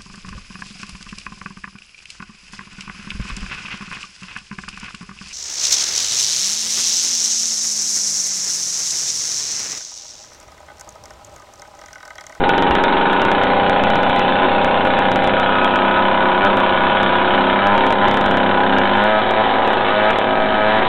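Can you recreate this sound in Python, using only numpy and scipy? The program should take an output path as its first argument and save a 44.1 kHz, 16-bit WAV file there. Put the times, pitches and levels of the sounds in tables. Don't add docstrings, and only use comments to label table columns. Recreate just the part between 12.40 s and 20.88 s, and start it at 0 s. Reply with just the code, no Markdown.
import sys
import numpy as np
from scipy import signal
from scipy.fft import rfft, irfft
from scipy.io import wavfile
from scipy.ndimage import uniform_filter1d

SR = 44100
rng = np.random.default_rng(int(sys.argv[2]) if len(sys.argv) > 2 else 0)


def generate_wav(sig):
    pcm = np.round(np.clip(np.atleast_2d(sig).T, -1, 1) * 32767).astype(np.int16)
    wavfile.write(sys.argv[1], SR, pcm)


def invert_db(x):
    u = np.asarray(x, float) / 20
    return 10 ** u


N = 373952


def evened(x):
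    return x / np.sqrt(np.mean(x ** 2) + 1e-20)


def read(points, hz):
    f, value = np.transpose(points)
    return np.interp(np.log(hz + 1), np.log(f + 1), value)


def curve(points):
    return np.interp(np.arange(N) / SR, *np.transpose(points))


def catching(lag_s):
    # (start [s], length [s])
    catches = [(2.02, .033), (3.552, .02), (4.009, .06), (4.927, .02), (5.22, .13), (5.614, .04),
               (6.572, .105), (6.955, .056), (7.571, .13), (8.227, .157)]
    t = np.arange(N) / SR
    caught = sum((t >= s) & (t < s + length) for s, length in catches)
    kept = np.exp(-1 / (lag_s * SR))
    return signal.lfilter([1 - kept], [1, -kept], caught)


def crank():
    # (time [s], speed [turns per s])
    settled_speed = [(0.0, 90.35), (0.32, 93.27), (0.74, 91.71), (1.95, 92.86), (2.33, 92.06),
                     (3.18, 97.57), (3.68, 98.5), (4.37, 96.56), (5.5, 99.62), (6.21, 97.43),
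                     (6.84, 106.12), (7.23, 107.83), (7.35, 103.53), (8.48, 105.25)]
    pull, settle_s = 24.1, 0.515
    wobble_hz, wobble_turns = [1.5, 7], 0.015
    band = signal.butter(2, wobble_hz, "band", fs=SR / 100, output="sos")
    wobble = evened(signal.sosfiltfilt(band, rng.standard_normal(N // 100 + 1)))
    ahead = wobble_turns * np.interp(np.arange(N) / 100, np.arange(len(wobble)), wobble)
    speed = curve(settled_speed) + pull * settle_s * catching(settle_s)
    return np.cumsum(speed) / SR + ahead


def turns(done):
    # (start [s], wait from bang to bang before any earliness [turns])
    mixture = [(0.05, 4), (0.72, 3), (6.41, 2), (6.6, 1), (6.79, 2.6), (7.01, 2.2), (7.2, 3.3), (7.44, 2),
               (7.53, 1), (7.7, 3), (7.81, 2.2), (8.08, 1.5), (8.17, 1), (8.38, 3)]
    # (time [s], level before halving [dB])
    hard_bangs = [(0.093, 7.7), (0.181, 7.7), (0.224, 6.1), (0.309, 6.1), (0.352, 6.5), (0.439, 7.0),
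                  (0.819, 7.0), (0.852, 4.8), (0.917, 6.0), (1.036, 4.3), (1.297, 5.3), (1.437, 8.6),
                  (1.502, 6.5), (1.557, 8.4), (1.633, 4.9), (1.698, 6.0), (1.795, 7.2), (2.246, 3.9),
                  (2.451, 7.1), (2.472, 4.1), (2.59, 6.1), (2.717, 7.1), (2.759, 6.0), (2.843, 6.1),
                  (2.874, 6.4), (2.937, 4.8), (3.0, 6.8), (3.246, 5.3), (3.359, 4.6), (4.05, 5.8),
                  (4.171, 5.3), (4.632, 7.5), (4.938, 5.1), (5.13, 7.5), (5.271, 6.6), (5.383, 7.1),
                  (5.467, 6.7), (5.503, 5.5), (5.525, 6.7), (5.682, 6.8), (5.712, 7.6), (5.742, 5.4),
                  (5.771, 4.5), (5.811, 6.9), (5.862, 5.0), (5.911, 4.8), (5.942, 4.1), (5.972, 7.3),
                  (6.384, 8.7), (6.572, 7.2), (6.909, 10.1), (7.276, 7.4), (7.785, 6.4), (8.421, 7.6)]
    first_turn = 0.345
    eager_turns = 0.35
    angle = done - first_turn
    opens = np.searchsorted(angle, np.arange(int(angle[-1])))

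    start_s, every = np.transpose(mixture)
    stage = np.maximum(np.searchsorted(start_s * SR, opens) - 1, 0)
    wait = every[stage] - rng.exponential(eager_turns, len(opens))
    wait[catching(0.002)[opens] > 0.5] = 0

    hard_s, hard_db = np.transpose(hard_bangs)
    hard = abs(opens[:, None] + 60 - hard_s * SR).argmin(0)
    extra_db = np.zeros(len(opens))
    extra_db[hard] = hard_db
    wait[hard - 1] += 9 * (wait[hard - 1] > 1)
    wait[hard] = 0

    fired, since = np.zeros(len(opens), bool), 1
    for turn in range(len(opens)):
        fired[turn] = since >= wait[turn]
        since = 1 if fired[turn] else since + 1
    return opens, fired, extra_db


def exhaust(done):
    # (time [s], share [0-1])
    afterburn = [(0, 0.08), (3, 0), (6.4, 0.16), (6.7, 0.5), (7.2, .25), (7.8, .3), (8.48, 0.9)]
    # (time [s], size [full bangs])
    pops = [(2.609, 0.86), (7.706, 1.2), (8.419, 1.7)]
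    next_turn = 0.2
    uneven_db, idle_db = 0.08, 3.5
    idle_puff_db, puff_ms, hiss_db = -17.5, 6.5, -19
    harsher = 0.35

    opens, fired, extra_db = turns(done)
    size, slip = rng.standard_normal((len(opens), 2)).T
    at = np.clip(opens + np.round(np.where(fired, 1, 2) * slip).astype(int), 0, N - 1)
    hot, cold, harsh, extra = np.zeros((4, N))
    extra[at] = invert_db(extra_db) * (extra_db > 0)
    hot[at[fired]] = invert_db(uneven_db * size[fired])
    share = np.clip(curve(afterburn)[at] + next_turn * np.roll(fired, 1), 0, 1)
    hot[at[~fired]] = (share * invert_db(uneven_db * size))[~fired]
    in_a_row = fired & np.roll(fired, 1) & np.roll(fired, -1)
    clean = uniform_filter1d(np.interp(np.arange(N), opens, in_a_row), SR // 40)
    for s, pop in pops:
        hot[round(s * SR)] += pop
    cold[at[~fired]] = invert_db(uneven_db * size[~fired])

    harsh[at[fired]] = np.diff(np.flatnonzero(fired), prepend=0) ** harsher
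    puffs = hot * harsh + invert_db(idle_puff_db) * cold
    bursts = signal.lfilter([1], [1, -np.exp(-1000 / (puff_ms * SR))], puffs)
    gas = (np.roll(bursts, 4) + invert_db(hiss_db)) * rng.standard_normal(N)
    late_cold = invert_db(idle_db) * np.roll(cold, 12)
    return hot, late_cold, gas, extra, clean


def rings():
    # (frequency [Hz], amplitude after a bang [relative], amplitude after an unfired turn [relative],
    #  time to fall by 60 dB [s])
    ring_modes = [(201.6, 0.046, 0.0095, 0.24), (216.2, -0.11, -0.052, 0.044),
                  (267.5, -0.027, 0.0062, 0.43), (275, 0.0097, 0.08, 0.044), (361.7, -0.093, 0.026, 0.11),
                  (382, 0.12, 0.036, 0.044), (482.6, 0.048, 0.049, 0.041), (540.5, 0.099, -0.073, 0.068),
                  (589.6, -0.036, 0.012, 0.21), (643.6, 0.096, 0.00039, 0.063),
                  (705.6, 0.034, -0.038, 0.075), (776.7, 0.055, -0.0028, 0.09), (796, 0.14, -0.12, 0.052),
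                  (822, -0.059, -0.012, 0.13), (855.7, -0.069, 0.018, 0.12), (916.4, 0.052, -0.04, 0.088),
                  (986, -0.0069, 0.01, 0.33), (1014.7, -0.13, 0.022, 0.07), (1181, -0.12, 0.018, 0.0064),
                  (1282, -0.082, 0.00088, 0.1), (1292, 0.17, -0.027, 0.029), (1440, 0.031, -0.04, 0.046),
                  (1473.7, -0.16, 0.024, 0.048), (1605, -0.069, 0.008, 0.057), (1709, -0.12, -0.034, 0.028),
                  (1720, 0.14, 0.12, 0.0026), (2368, 0.029, -0.0081, 0.041), (2670, 0.008, 0.001, 0.077),
                  (2830, -0.016, -0.0085, 0.0047), (2997, -0.051, 0.012, 0.033)]
    t = np.arange(SR // 2) / SR
    hz, fired, unfired, t60 = np.transpose(ring_modes)[:, :, None]
    modes = invert_db(-60 * t / t60) * np.sin(2 * np.pi * hz * t)
    return (fired * modes).sum(0), (unfired * modes).sum(0)


def blast():
    scale_ms, lag_ms = 0.26, 0.45
    u = np.maximum(np.arange(SR // 100) * 1000 / SR - lag_ms, 0) / scale_ms
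    return -u ** 2 * np.exp(2 - 2 * u) * (1 - u / 3)


def room(gap_ms=8):
    # (frequency [Hz], relative level [dB])
    room_colour = [(60, -42.5), (150, 0.5), (220, 8.5), (900, 6.5), (1150, 2.5), (1800, 4), (2100, 1),
                   (3600, 0.5), (5000, -2.5)]
    # (frequency [Hz], time to fall by 60 dB [s])
    room_decay = [(200, 1), (800, 0.67), (1800, 0.14), (4000, 0.12)]
    noise = rng.standard_normal(SR // 2)
    noise[:round(gap_ms * SR / 1000)] = 0
    hz, t, z = signal.stft(noise, SR, nperseg=256)
    z *= invert_db(read(room_colour, hz)[:, None] - 60 * t / read(room_decay, hz)[:, None])
    tail = signal.istft(z, SR, nperseg=256)[1]
    return tail / np.linalg.norm(tail)


def reflected(x, count=16):
    place, out = np.linspace(0, count - 1, N), np.zeros(N)
    for k in range(count):
        fade = np.cos(np.pi / 2 * np.clip(place - k, -1, 1))
        out += signal.oaconvolve(x * fade, room())[:N]
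    return out


def engine(done):
    # (time [s], gain into room [dB], gain of gas [dB])
    path = [(0, -4, 0), (1, -0.5, -1), (3, -1, -1.5), (5.2, -1, 0), (6.4, -3.5, -1.5), (6.6, -2.5, 2.5),
            (6.903, -1.5, -1.5), (7.399, -0.5, -1.5), (7.599, -3, 4.5), (7.901, -3.5, -2.5), (8.3, -0.5, 2),
            (8.48, -4.5, 4)]
    # (time [s], gain of the usual blast [dB])
    facing = [(0, -5), (1.2, -5.5), (3, -5.5), (3.5, -7), (4.9, -7), (5.4, -5.5), (6, -5.5), (6.3, -6),
              (6.7, -4), (8.48, -4)]
    clean_kick_db, clean_gas_db, clean_room_db = 1.5, -3, -5
    gas_direct_db, room_gas_db, room_kick_db = -14, -10, -0.1
    gas_ring_db = -30
    unfired_blast = 0.16

    hot, cold, gas, extra, clean = exhaust(done)
    s, room_db, gas_db = np.transpose(path)
    hot = hot * invert_db(clean_kick_db * clean)
    gas = gas * invert_db(clean_gas_db * clean) * invert_db(curve(np.c_[s, gas_db]))
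    bright = signal.sosfilt(signal.butter(2, 1300, "high", fs=SR, output="sos"), gas)

    bang, suck = rings()
    rung = signal.oaconvolve(hot + invert_db(gas_ring_db) * gas, bang)[:N]
    rung += signal.oaconvolve(cold, suck)[:N]
    usual_blast = invert_db(curve(facing)) * (hot + unfired_blast * cold)
    rung += signal.oaconvolve(extra / 2 + usual_blast, blast())[:N]

    leaving = invert_db(room_kick_db) * (hot - cold) + invert_db(room_gas_db) * bright
    echoes = reflected(invert_db(curve(np.c_[s, room_db])) * leaving)
    return rung + invert_db(clean_room_db * clean) * echoes + invert_db(gas_direct_db) * bright


def coloured(x):
    # (frequency [Hz], at first [dB], a step aside [dB],
    # from further left [dB], with an arm reaching over the engine [dB])
    place_colours = [(250, -0.5, -1.5, -2, -5.5), (416, 5.5, -4, 0.5, -1), (475, 3, -0.5, -6, 1),
                     (545, -8, 2, 2, -3), (580, 2, 0.5, 0, 1.5), (730, -3, 2, 0.5, 3.5),
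                     (740, 2, -7, -4, 4.5), (804, -1.5, 2.5, -4.5, -5), (920, 1, -9, 4, 4),
                     (986, 2, 8.5, 4, -12), (917, -4.5, -0.5, -1, -3.5), (1250, 1.5, -3, 4.5, 6),
                     (1350, 0, -3, 1.5, -5.5), (1720, -2, -3.5, -0.5, -0.5), (2000, -0.5, -2, -2, 1),
                     (2380, 1.5, -0.5, 2, 0), (2770, -2.5, -2.5, 0, -2), (3800, 1.5, 0, -0.5, 1)]
    # (time [s], first [0-1], aside [0-1], left [0-1], arm [0-1])
    stance = [(0, 1, 0, 0, 0.1), (.85, 0.8, 0.07, 0.7, 0), (1.05, 0.2, 0.92, 0.07, 0),
              (2.9, 0.02, 0.8, 0.2, 0), (3.1, 0.05, 0.1, 0.9, 0.2), (5.3, 0.05, 0.3, 1, 0.1),
              (5.701, 0.3, 0.04, 0.1, 0.1), (6.549, 0, 0, 0, 0.1), (6.7, 0.2, 0.2, 0, 1),
              (8.48, 0.2, 0.08, 0.01, 0.95)]
    hz, t, z = signal.stft(x, SR, nperseg=1024, noverlap=768)
    f, *colours = np.transpose(place_colours)
    s, *shares = np.transpose(stance)
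    db = sum(np.outer(read(np.c_[f, c], hz), np.interp(t, s, w)) for c, w in zip(colours, shares))
    return signal.istft(z * invert_db(db), SR, nperseg=1024, noverlap=768)[1][:N]


def shake(done):
    # (time [s], level once a turn [dB rms], level twice a turn [dB rms])
    shake_levels = [(0, -46, -33), (2.5, -42, -36.5), (5, -46, -32.5), (5.399, -49.5, -25),
                    (6.2, -39, -34.5), (8.48, -42, -49.5)]
    angle = 2 * np.pi * done
    s, once_db, twice_db = np.transpose(shake_levels)
    once, twice = (invert_db(curve(np.c_[s, db])) for db in (once_db, twice_db))
    return np.sqrt(2) * (once * np.sin(angle) - twice * np.sin(2 * angle))


def rumble():
    # (frequency [Hz], relative level [dB])
    rumble_colour = [(3, 4.5), (15, -3.5), (40, -12.5), (150, -9.5), (300, -3.5), (1000, -62.5)]
    # (time [s], level [dB rms])
    rumble_level = [(0, -24.5), (.6, -30), (1.5, -27), (3, -30), (7, -31.5), (8.48, -28.5)]
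    hz = np.fft.rfftfreq(N, 1 / SR)
    noise = irfft(rfft(rng.standard_normal(N)) * invert_db(read(rumble_colour, hz)), N)
    return invert_db(curve(rumble_level)) * evened(noise)


def thumps():
    # (time [s], peak of the swell [dB], frequency [Hz])
    thump_list = [(0.298, -17.5, 61.5), (0.85, -24.5, 110), (1.103, -20, 243.5), (1.3, -31.5, 137)]
    rise_s = 0.0088
    out = np.zeros(N)
    for s, db, hz in thump_list:
        t = np.maximum(np.arange(N) / SR - s, 0)
        swell = t / rise_s * np.exp(1 - t / rise_s)
        out += invert_db(db) * swell * np.sin(2 * np.pi * hz * t)
    return out


def scene():
    # (time [s],
    # level [dB rms])
    engine_level = [(0, -10.5), (.7, -11), (3, -12), (5.1, -11.5), (5.22, -11.5), (5.31, -13), (5.45, -10),
                    (5.56, -13), (5.63, -10.5), (5.69, -11.5), (6.15, -12), (6.4, -11), (6.9, -12.5),
                    (7.25, -11.5), (7.53, -11.5), (7.68, -11.5), (7.77, -13), (8.2, -12), (8.3, -12),
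                    (8.48, -12.5)]
    surge_db, surge_lag_s = 2, 0.05
    done = crank()
    sound = coloured(engine(done))
    power = uniform_filter1d(uniform_filter1d(sound ** 2, SR // 6), SR // 6)
    level_db = curve(engine_level) + surge_db * catching(surge_lag_s)
    loud_engine = invert_db(level_db) * sound / np.sqrt(power)
    return (loud_engine + shake(done) + rumble() + thumps())[None]


def low_pass(x):
    return signal.sosfilt(signal.butter(12, 15870, fs=SR, output="sos"), x)


def record(dry):
    knee, offset, ceiling = 0.76, -0.029, 0.705
    soft = knee * np.tanh(dry / knee)
    narrow = signal.sosfilt(signal.cheby2(10, 60, 4850, fs=SR, output="sos"), soft)
    narrow = signal.sosfilt(signal.butter(4, 4150, fs=SR, output="sos"), narrow)
    return low_pass(np.clip(narrow + offset, -ceiling, ceiling))


dry = scene()
out = record(dry)
generate_wav(out)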